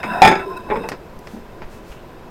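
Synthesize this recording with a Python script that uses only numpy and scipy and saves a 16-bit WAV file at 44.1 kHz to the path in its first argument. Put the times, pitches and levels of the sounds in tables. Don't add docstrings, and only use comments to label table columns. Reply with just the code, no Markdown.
import sys
import numpy as np
from scipy import signal
from scipy.fft import rfft, irfft
from scipy.io import wavfile
from scipy.ndimage import map_coordinates

SR = 44100
rng = np.random.default_rng(int(sys.argv[2]) if len(sys.argv) > 2 else 0)


def log_audio(samples):
    frames = np.atleast_2d(samples).T
    limited = np.clip(frames, -1, 1)
    pcm = np.round(limited * 32767).astype(np.int16)
    wavfile.write(sys.argv[1], SR, pcm)


N = 101429
T = np.arange(N) / SR


def amp(db):
    return 10 ** (np.asarray(db) / 20)


def unit(x):
    return x / np.sqrt(np.mean(x ** 2))


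def at(s, x):
    return np.pad(x, (int(max(s, 0) * SR), N))[:N]


def fade(t60, size=N):
    return np.exp(-np.log(1000) * T[:size] / t60)


def noise(points, tilt_db=0, size=N):
    hz, db = np.array(points, float).T
    octave = np.log2(np.maximum(np.fft.rfftfreq(size, 1 / SR), 1))
    tilt = tilt_db * np.clip(octave, np.log2(hz[0]), np.log2(hz[-1]))
    gain = amp(np.interp(octave, np.log2(hz), db) + tilt)
    return unit(irfft(gain * np.exp(2j * np.pi * rng.random(len(gain))), size))


def ring(notes, size=32768):
    x = sum(amp(db) * np.sin(2 * np.pi * hz * T[:size]) * fade(t60, size) for hz, db, t60 in notes)
    return x / np.sqrt(sum(amp(db) ** 2 / 2 for _, db, _ in notes))


def tone(hz):
    return np.sqrt(2) * np.sin(2 * np.pi * np.cumsum(hz) / SR)


def resonate(x, hz, width):
    peak = signal.iirpeak(hz, hz / width, SR)
    return signal.lfilter(*peak, signal.lfilter(*peak, x))


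def soften(x, hz):
    return signal.sosfilt(signal.butter(2, min(hz, SR * .45), fs=SR, output="sos"), x)


def waver(x, hz, drift=0.011, rate_hz=10.98, flicker_db=2.5):
    wander = lambda: noise([(rate_hz, 0), (2 * rate_hz, -120)])
    speed = 1 + drift * min(2610 / hz, 1) * wander()
    position = np.cumsum(speed - speed.mean() + 1)
    return map_coordinates(x, [position], mode="mirror") * amp(flicker_db * wander())


def swells(rows):
    return sum(amp(db) * np.exp(-.5 * ((T - s) / spread) ** 2) for s, db, spread in rows)


# (pitch [Hz], level [dB])
ROOM_NOISE = [(20, -0.5), (44, -7.5), (216, -10), (337, -16), (422, -10), (849, -17.5), (2140, -28.5),
              (10800, -49), (13200, -43), (16000, -50)]
def kitchen():
    return amp(-39) * noise(ROOM_NOISE)


# (pitch [Hz], rough width [Hz], level held up [dB], level set down [dB])
RUB_NOTES = [(207, 50, -1.5, -0.5), (357, 58, -4, 6), (698, 103, 1, -4.5), (998, 48, 2.5, 2.5),
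             (1520, 170, -5, -10.5), (2606, 56, -5, -10), (3734, 127, -20, -20.5), (5100, 120, -23, -21.5),
             (8500, 40, -25, -25.5)]
def rubbing(slips_per_s=6000, scatter_db=1, set_down_s=0.45):
    slips = (rng.random(N) < slips_per_s / SR) * rng.standard_normal(N)
    slips *= amp(scatter_db * np.clip(rng.standard_normal(N), -2, 2))
    note = lambda hz, width: waver(resonate(slips, hz, 2 * width), hz)
    body = sum(amp(np.where(T < set_down_s, held_db, down_db)) * note(hz, width)
               for hz, width, held_db, down_db in RUB_NOTES)
    high_hz = 7300 + 897 * (np.arange(9) + rng.random(9) - .5)
    glaze = sum(note(hz, width=80) for hz in high_hz)
    return unit(body + amp(-34) * glaze + amp(-45) * slips)


# (time [s], level [dB])
SLIDE_LEVELS = [(0, -24.5), (.025, -34.5), (.045, -26.5), (.21, -23), (.44, -32.5), (.53, -31), (.555, -34),
                (.66, -36), (.77, -29), (.92, -32.5), (1.0, -46)]
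def slide(rub):
    return rub * amp(np.interp(T, *np.array(SLIDE_LEVELS).T))


# (pitch [Hz], level [dB], fade time [s])
BOWL_NOTES = [(1340, 0.5, 0.42), (1490, 3.5, 0.16), (1660, -5, 0.37), (1804, 1.5, 0.12), (2255, 0, 0.25),
              (2420, 2, 0.16), (3490, -7, 0.24), (4820, -14, 0.19), (4970, -2, 0.11), (5190, -8.5, 0.12),
              (6390, -16.5, 0.22), (6820, -11, 0.12), (8570, -17, 0.17)]
def bowl(detune=0.00466, scatter_db=2.5):
    chance = rng.standard_normal((len(BOWL_NOTES), 2))
    return ring([(hz * (1 + detune * a), db + scatter_db * b, t60)
                 for (hz, db, t60), (a, b) in zip(BOWL_NOTES, chance)])


# (pitch [Hz], level [dB])
OVEN_RING = [(60, -15), (170, 0.5), (350, 3), (600, 1), (1000, 1.5), (1600, -2), (2400, 1.5), (3000, -14),
             (3500, -2.5), (4400, -21), (5200, -23), (8000, -22.5), (16000, -31)]
def clatter(db, hard_blow_db=-11, dulling=0.85, t60=0.14, damping=.2, size=16384):
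    octave = np.log2(np.clip(np.fft.rfftfreq(size, 1 / SR), 125, 16000) / 1000)
    treble_db = dulling * min(db - hard_blow_db, 0) * np.maximum(octave - 1, 0)
    spectrum = rfft(noise(OVEN_RING, size=size)) * amp(db + treble_db)
    band = lambda k: irfft(spectrum * np.maximum(1 - abs(octave - k), 0))
    return sum(band(k) * fade(t60 * 2 ** (-k * damping), size) for k in range(-3, 5))


# (pitch [Hz], level [dB], fade time [s])
GLASS_NOTES = [(351.4, -20, 0.57), (387.7, -22, 0.75), (765.3, 4, 0.11), (805.3, 5, 0.11), (874, -3, 0.28)]
# (time [s], glass level [dB], bowl level [dB], oven level [dB])
HITS = [(0.0317, -33, -36, -20.5), (.040, -34, -39, -21.5), (.2190, 6, -20.5, -8.5),
        (.2245, -5, -12.5, -10), (0.2378, -20, -16.5, -17.5), (0.2494, -13, -13.5, -7),
        (.258, -2.5, -24, -12.5), (0.2758, -15.5, -11, -9.5), (.291, -15.5, -37, -20.5),
        (.315, -15, -23, -17), (.3225, -25, -28.5, -17), (.3545, -28, -29.5, -20), (.3936, -31, -40.5, -25)]
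def landing():
    glass = ring(GLASS_NOTES)
    return sum(at(s, amp(glass_db) * glass + amp(bowl_db) * bowl()) + at(s, clatter(oven_db))
               for s, glass_db, bowl_db, oven_db in HITS)


# (time [s], level [dB], pitch [Hz])
CASING_BUMPS = [(.112, -24.5, 192.3), (.247, -12.5, 166.5), (1.335, -26.5, 206.4)]
def bumps(t60=0.17, rise_s=0.0037):
    rise = 1 - np.exp(-T / rise_s)
    thud = lambda hz: at(0, ring([(hz, 0, t60), (hz * 1.11, -3, t60 * 2), (hz * 1.45, -6, t60)]))
    return sum(at(s, amp(db) * thud(hz) * rise) for s, db, hz in CASING_BUMPS)


# (time [s], pitch [Hz], level [dB])
SONG = [(.39, 995, -44), (0.471, 1015, -34.5), (.515, 1055, -34), (.562, 1003, -45), (0.58, 1041, -28),
        (.6, 985, -38), (.66, 1030, -54)]
def singing():
    s, hz, db = np.array(SONG).T
    level = np.interp(T, s, amp(db), left=0, right=0)
    return waver(tone(np.interp(T, s, hz)), hz.mean()) * level


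# (pitch [Hz], level [dB])
SQUEAK_TONES = [(1490, -36.5), (2650, -35), (3950, -47)]
def squeak(rub, start_s=.561, length_s=0.025, fall_per_s=1.5):
    age = np.clip(T - start_s, 0, length_s)
    tones = sum(amp(db) * tone(hz * (1 - fall_per_s * age)) for hz, db in SQUEAK_TONES)
    rasp = amp(-36) * unit(np.gradient(rub))
    return (tones + rasp) * np.sin(np.pi * age / length_s) ** 2


# (pitch [Hz], level [dB], fade time [s])
LOADED_NOTES = [(385.4, -1.5, 0.24), (419.4, 2.5, 0.18), (471, -7, 0.62), (546, -5, 0.28), (850, 4.5, 0.15),
                (1033, -2, 0.12)]
# (time [s], glass level [dB], oven level [dB], pitch change [ratio])
ROLLER_KNOCKS = [(.687, -28.5, -36, 1), (0.7012, -24.5, -21.5, 0.97), (0.7086, -24, -22, 1),
                 (0.7132, -21.5, -32, .96), (0.7204, -13, -35, 1.01), (0.7574, -23, -23.5, 1.07),
                 (.768, -25.5, -29.5, 1.03), (.839, -24.5, -32, 1.04)]
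def rocking(rise_s=0.0012, top_hz=4500):
    rise = 1 - np.exp(-T / rise_s)
    glass = lambda ratio: at(0, ring([(hz * ratio, db, t60) for hz, db, t60 in LOADED_NOTES])) * rise
    knocks = sum(at(s, amp(glass_db) * glass(ratio)) + at(s, clatter(oven_db))
                 for s, glass_db, oven_db, ratio in ROLLER_KNOCKS)
    return soften(knocks, top_hz)


# (time [s], level [dB], spread [s])
AIR_PUFFS = [(.73, -30, 0.038), (1.648, -27.5, 0.012), (1.91, -32, 0.018)]
def puffs():
    return swells(AIR_PUFFS) * noise([(10, 3.5), (35, 2), (70, -18), (200, -37), (800, -90)])


# (pitch [Hz], level [dB])
CLICK_NOISE = [(200, 4.5), (900, 7), (2000, 2), (2800, -3), (3600, -13), (4800, -4.5), (6500, -12.5),
               (16000, -23)]
# (time [s], level [dB], tilt [dB per octave], treble limit [Hz], fade time [s])
LIGHT_CLICKS = [(0.8886, -24, 1.5, 15000, 0.064), (0.9176, -25, -1.5, 7000, 0.12),
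                (1.19, -44.5, 8, 16000, 0.03), (1.272, -31.5, 0.5, 5430, 0.042),
                (1.619, -32.5, 0.5, 3100, 0.14), (1.922, -39, 3.5, 3280, 0.058)]
def clicks(tick_db=-4, tick_t60=0.0053, size=8192):
    tick = amp(tick_db) * fade(tick_t60, size)
    sound = np.zeros(N)
    for s, db, tilt_db, top_hz, t60 in LIGHT_CLICKS:
        click = noise(CLICK_NOISE, tilt_db, size) * (fade(t60, size) + tick)
        sound += at(s, amp(db) * soften(click, top_hz))
    return sound


# (pitch [Hz], level [dB])
RUSTLE = [(300, 4), (1000, -0.5), (3000, -10), (6500, -11), (10000, -16.5), (16000, -20)]
# (time [s], level [dB], spread [s])
STROKES = [(1.32, -48, 0.057), (1.745, -47, 0.034), (1.91, -47, 0.045)]
def cloth():
    return swells(STROKES) * noise(RUSTLE)


def bangles(start_s=1.915, ticks_per_s=500):
    ticks = (rng.random(N) < ticks_per_s / SR) * rng.uniform(-1.1, 1, N)
    jingle = unit(resonate(ticks, hz=2640, width=760))
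    return at(start_s, amp(-47) * jingle * fade(t60=0.43))


def scene():
    rub = rubbing()
    going_in = slide(rub) + landing() + bumps() + singing() + squeak(rub) + rocking()
    letting_go = puffs() + clicks() + cloth() + bangles()
    return (kitchen() + going_in + letting_go)[None]


def record(dry, knee=4.5, top_hz=15900):
    flattened = dry / (1 + abs(dry) ** knee) ** (1 / knee)
    return signal.sosfilt(signal.ellip(10, .1, 70, top_hz, fs=SR, output="sos"), flattened)


dry = scene()
out = record(dry)
log_audio(out)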